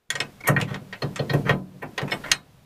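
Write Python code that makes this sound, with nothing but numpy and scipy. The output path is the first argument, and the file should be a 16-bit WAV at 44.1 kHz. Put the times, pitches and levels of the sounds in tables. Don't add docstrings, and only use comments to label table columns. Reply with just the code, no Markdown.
import sys
import numpy as np
from scipy import signal
from scipy.fft import rfft, irfft
from scipy.io import wavfile

SR = 44100
rng = np.random.default_rng(int(sys.argv[2]) if len(sys.argv) > 2 else 0)


def output_pcm(signal):
    pcm = np.clip(np.atleast_2d(signal).T, -1, 1) * 32767
    wavfile.write(sys.argv[1], SR, np.round(pcm).astype(np.int16))


N = 116865

CRACK_S = 0.002

# pitch_hz, level_db, t60_s
PIN_SIDE = [(2196, -18.5, 0.1), (3030, -21, 0.091), (3576, -16, .075), (4180, -18.5, .085),
            (5290, -9.5, 0.063), (7670, -16, 0.11), (8190, -21, .2), (8940, -16, 0.12),
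            (11350, -14.5, 0.095)]


def amp(db):
    return 10 ** (np.asarray(db) / 20)


def unit(x):
    return x / np.sqrt(np.sum(x ** 2) + 1e-20)


def read(points, hz):
    f, value = np.transpose(points)
    return np.interp(np.log(hz + 1), np.log(f + 1), value)


def add(mix, s, sound):
    part = mix[max(round(s * SR), 0):][:len(sound)]
    part += sound[:len(part)]


def colour(x, points):
    size = 4096
    log_gain = np.log(amp(read(points, abs(np.fft.fftfreq(size, 1 / SR)))))
    spectrum = np.exp(np.conj(signal.hilbert(log_gain)))
    taps = np.fft.ifft(spectrum).real
    return signal.fftconvolve(x, taps[:size // 2])[:len(x)]


def decay(t, t60):
    return np.exp(-np.log(1000) * np.maximum(t, 0) / t60)


def fade(t, rise, t60):
    return np.minimum(t / rise, 1) * decay(t - rise, t60)


def background():
    # pitch_hz, level_db
    air_shape = [(25, 0.5), (150, 18), (400, -13), (1420, -27.5), (3730, -15.5), (15000, -44)]
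    # time_s, level_db
    hiss_levels = [(.095, -72.5), (.11, -52.5), (.65, -57), (1.4, -48), (1.62, -61.5), (2.3, -45.5),
                   (2.42, -60)]
    air_db, quiet_db, stir_s = -56, -34, 0.094
    t = np.arange(N) / SR
    air = unit(colour(rng.standard_normal(N), air_shape))
    air *= amp(air_db + quiet_db * (t < stir_s))
    hiss = unit(colour(rng.standard_normal(N), [(500, 11.5), (4000, -1.0), (8500, -7.0)]))
    hiss *= amp(np.interp(t, *np.transpose(hiss_levels)))
    return np.sqrt(N) * (air + hiss)


def ring(modes, t, rise):
    out = np.zeros(len(t))
    for hz, db, t60 in modes:
        partial = np.sin(2 * np.pi * (hz * t + rng.random()))
        out += amp(db) * unit(fade(t, rise, t60) * partial)
    return out


def dense(t, rise):
    # centre_hz, t60_s
    ring_times = [(150, 0.57), (450, 0.27), (1000, 0.17), (2000, 0.11), (4000, 0.093), (8000, 0.084),
                  (15000, 0.062)]
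    mode_spacing_hz, uneven_db, uneven_from_hz = 45, 6, 2600
    build_cycles, crack_db = 3.9, 7
    tail_db, tail_longer = -16.5, 1.78
    hz = np.fft.rfftfreq(len(t), 1 / SR)
    spots = np.arange(0, SR / 2, mode_spacing_hz)
    strengths = np.clip(rng.standard_normal(len(spots)), -2, 2)
    uneven = np.interp(hz, spots, strengths) * np.minimum(hz / uneven_from_hz, 1)
    gain = unit(amp(uneven_db * uneven)) * np.sqrt(len(hz))
    noise = rfft(rng.standard_normal(len(t))) * gain
    centres = [f for f, _ in ring_times]
    crack = 1 + amp(crack_db) * np.exp(-t / CRACK_S)
    out = np.zeros(len(t))
    for share, (centre, t60) in zip(np.eye(len(centres)), ring_times):
        band = irfft(noise * read(list(zip(centres, share)), hz), len(t))
        build = rise + build_cycles / centre
        tail = amp(tail_db) * fade(t, build, t60 * tail_longer)
        out += band * unit(fade(t, build, t60) * crack + tail)
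    return out


def knocks():
    # start_s, rise_s, six level_db at colour_hz, tube_ring_db, ringing part, part_ring_db
    contacts = [ (0.1021, 0.0016, -1, 11, 12, 3.5, -2, -9.5, 1, "pin tip", 5.5),
                (0.1527, 0.0018, 6.5, 7.5, 7, -2.5, -3, -26, 4, "pin tip", -4),
                (0.2018, 0.0011, 13, 11.5, 14.5, 5, -1, -21, -1, "pin gripped", 3.5),
                (0.4731, 0.0044, 16, 19.5, 8.5, -6.5, 9.5, 6.5, -1.5, "shank", 4.5),
                (.482, 0.0035, 25.5, 21, 16.5, -11, -9, -29, 0, "shank", 0),
                (0.563, 0.0022, 5.5, 18, 13, -17, -23, -27, 5.5, "shank", 8),
                (0.6123, 0.00076, 11.5, 0, 17, 0, -3, -18, -11, "pin tip", -21),
                (0.742, 0.0018, 8, 6, 6, -6, -15.5, -39, -0.5, "pin tip", -9),
                (0.9258, 0.0033, 3, 3.5, 7, -7, -24, -43, 0, "shank", -16),
                (1.019, 0.0046, 17.5, 9, 1, 0, -19, -22, 0.5, "shank", 6.5),
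                (1.159, 0.0014, 1.5, 9, 8, -1.5, -3.5, -26.5, -10, "pin tip", -19),
                (1.191, 0.0034, 21, 5.5, 0, -0.5, -29, -32, 0.5, "shank", 1),
                (1.2944, 0.0052, 7.5, 10, 5, 3.5, -23.5, -25.5, 4, "shank", -2.5),
                (1.333, 0.0042, 26, 8.5, 6.5, -8, -13, -11.5, 1, "shank", -14),
                (1.4933, 0.00058, 24, 19.5, 19.5, 3.5, -13, -17.5, 3, "shank", -6),
                (1.818, 0.01, 15.5, 4.5, 6, -28.5, -29.5, -22.5, -2.5, "shank", 5.5),
                (1.9771, 0.0031, 14, 14, 11, 4.5, -14.5, -19, -1, "pin tip", -1.5),
                (2.015, 0.0011, 18.5, 8, 0, -13, -18, -26, -2.5, "pin tip", -17),
                (2.1165, 0.004, 18.5, 14.5, 11, 1.5, -27.5, -27.5, -0.5, "pin side", 6.5),
                (2.237, 0.0051, 0, 7, -2, -12, -39, -27.5, 1, "shank", -8.5),
                (2.3146, 0.001, 5, 16, 17, 12, 5, -5, 1, "shank", -4)]
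    colour_hz = [500, 1400, 2400, 4200, 7500, 13000]
    # pitch_hz, level_db, t60_s
    tube = [(446.6, -24.5, 0.085), (553.2, -23.5, 0.13), (708.6, -25.5, 0.23), (1013, -26.5, 0.23),
            (1553, -24.5, 0.14), (1875.5, -13, 0.084), (2222, -25.5, .09), (2510, -37, 0.13),
            (3220, -19.5, 0.062), (3840, -26.5, 0.16), (4180, -23.5, 0.17)]
    pin_tip = [(3435, -13, 0.037), (6380, -9.5, 0.02), (7100, -11.5, 0.071), (8840, -11, 0.041),
               (10400, -14, 0.045)]
    shank = [(4246, -11, 0.042)]
    gripped = [(hz, db, t60 * 0.65) for hz, db, t60 in PIN_SIDE]
    parts = {"pin tip": pin_tip, "pin side": PIN_SIDE, "pin gripped": gripped, "shank": shank}
    bass_hz, bass_db = 102, -7.5
    out, t = np.zeros(N), np.arange(SR // 2) / SR
    for s, rise, *levels, tube_db, part, part_db in contacts:
        steel = dense(t, rise)
        steel += amp(tube_db) * ring(tube, t, rise)
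        steel += amp(part_db) * ring(parts[part], t, rise)
        low = levels[0]
        bass = [(bass_hz / 2, low + 2 * bass_db), (bass_hz, low + bass_db), (bass_hz * 2, low + 1.5)]
        add(out, s, colour(steel, bass + list(zip(colour_hz, levels))))
    return out


def thuds():
    # start_s, rise_s, level_db (relative to frame_db)
    landings = [(0.12, 0.03, 17), (0.205, 0.016, 18), (.487, .018, 41.5), (0.563, 0.019, 33.5),
                (.612, 0.015, 34), (.70, 0.018, 30), (.805, 0.02, 19.5), (1.024, 0.023, 34.5),
                (1.195, 0.014, 33), (1.295, .02, 34), (1.336, 0.015, 41), (1.445, .02, 33.5),
                (1.497, 0.01424, 39.5), (1.613, 0.0048, 17), (1.721, 0.042, 16), (1.826, .02, 18),
                (2.019, 0.016, 31), (2.119, 0.022, 23), (2.318, 0.0077, 18)]
    # pitch_hz (before shift), level_db, t60_s
    frame = [(112, -14, 0.8), (122.5, -11.5, 0.15), (143.2, -1, 0.24), (189.4, -7, 0.75),
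             (283.3, -20.5, 0.28), (381.3, -18, 0.13), (485, -13, 0.074), (602, -16, 0.2)]
    # pitch_hz, level_db
    boom_shape = [(30, -20), (70, -1.5), (130, -0.5), (220, 4.5), (450, -10), (800, -15.5), (2000, -44)]
    frame_db, boom_db, boom_t60_s = -29, -8, 0.4
    frame_shift = 0.027
    out, t = np.zeros(N), np.arange(SR) / SR
    for s, rise, db in landings:
        shifts = 1 + frame_shift * rng.uniform(-0.78, 1, len(frame))
        modes = np.zeros(len(t))
        for (hz, level, t60), shift in zip(frame, shifts):
            partial = np.sin(2 * np.pi * hz * shift * (t - rise))
            modes += amp(level) * unit(fade(t, rise, t60) * partial)
        boom = unit(colour(rng.standard_normal(len(t)), boom_shape) * fade(t, rise, boom_t60_s))
        add(out, s, amp(db + frame_db) * (modes + amp(boom_db) * boom))
    return out


def scrapes():
    # start_s, length_s, level_db, squeal_hz, squeal_db, treble_db
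    strokes = [(0.403, 0.0085, -42, 2240, -1, 0), (0.436, 0.015, -39, 2130, 2.5, -7),
               (0.455, 0.023, -30, 2215, -0.5, -9), (0.583, 0.03, -33, 1880, -4.5, -6.5),
               (0.614, 0.018, -37.5, 2550, -1, -7), (0.674, 0.093, -41, 1890, -7.5, -4.5),
               (1.45, 0.066, -29.5, 2300, -20, -8.5), (2.074, 0.039, -38.5, 2470, -10, -7),
               (2.255, 0.0755, -37, 1810, -14.5, -9)]
    # pitch_hz, level_db (before treble_db)
    rub_shape = [(60, 5), (200, 3.5), (1100, 5), (1900, 4), (5000, -9), (8000, -15), (15000, -22)]
    grains_per_s, grain_spread_db = 1600, 3.5
    squeal_t60_s, body_t60_s, rise_s = 0.05, 0.046, 0.0034
    squeal_wander = 0.029
    out, t = np.zeros(N), np.arange(SR // 4) / SR
    for s, length, db, squeal_hz, squeal_db, treble_db in strokes:
        slips = rng.standard_normal(len(t)) * amp(grain_spread_db * rng.exponential(1, len(t)))
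        slips *= rng.random(len(t)) < grains_per_s / SR
        onset = np.minimum(t / rise_s, 1)
        body = unit(rng.standard_normal(len(t)) * fade(t, 1 / SR, body_t60_s))
        rub = signal.fftconvolve(slips * onset * (t < length), body)[:len(t)]
        rub = colour(rub, [(hz, level + treble_db * (hz > 4000)) for hz, level in rub_shape])
        pressure = np.interp(t / rise_s, np.arange(len(t)), rng.standard_normal(len(t)))
        turns = np.cumsum(squeal_hz * (1 + squeal_wander * pressure)) / SR
        squeal = np.sin(2 * np.pi * turns) * amp(2 * pressure)
        squeal *= onset * decay(t - length, squeal_t60_s)
        mixed = unit(rub) + amp(squeal_db) * unit(squeal)
        add(out, s, amp(db) * np.sqrt(length * SR) * mixed)
    return out


def rattle():
    # start_s, level_db
    bounces = [(2.111, 0.5), (2.1225, 4), (2.139, -3)]
    tick_db, lowpass_hz = -13, 3480
    out, t = np.zeros(N), np.arange(SR // 4) / SR
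    for s, db in bounces:
        tick = unit(rng.standard_normal(len(t)) * np.exp(-t / CRACK_S))
        contact = amp(tick_db) * tick + ring(PIN_SIDE, t, 1 / SR)
        add(out, s, amp(db) * signal.lfilter(*signal.butter(1, lowpass_hz, fs=SR), contact))
    return out


def seat():
    # pitch_hz, level_db, t60_s
    seated = [(2562, -1.5, .095), (2810, 3.5, 0.026), (3200, -2.5, .07), (3833, -3.5, 0.14),
              (4160, -1, 0.12), (4390, -5.5, 0.076), (5080, -4.5, .07), (6080, -3, 0.06), (6490, 0.5, 0.05),
              (7670, -12.5, 0.12), (8780, -11.5, 0.12), (10640, -9.5, 0.065)]
    # low_hz, high_hz
    snap_band = [1707, 6700]
    seat_s, snap_db = 2.3162, 9.5
    out, t = np.zeros(N), np.arange(SR // 2) / SR
    burst = rng.standard_normal(len(t)) * t * np.exp(-2 * t / CRACK_S)
    snap = unit(signal.lfilter(*signal.butter(2, snap_band, "bandpass", fs=SR), burst))
    add(out, seat_s, amp(snap_db) * snap + ring(seated, t, CRACK_S))
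    return out


def scene():
    return (background() + knocks() + thuds() + scrapes() + rattle() + seat())[None]


def record(dry):
    edge_hz = 15100
    taps = signal.firwin(255, edge_hz, window=("kaiser", 9), fs=SR)
    return signal.oaconvolve(dry, taps[None], "same")


dry = scene()
out = record(dry)
output_pcm(out)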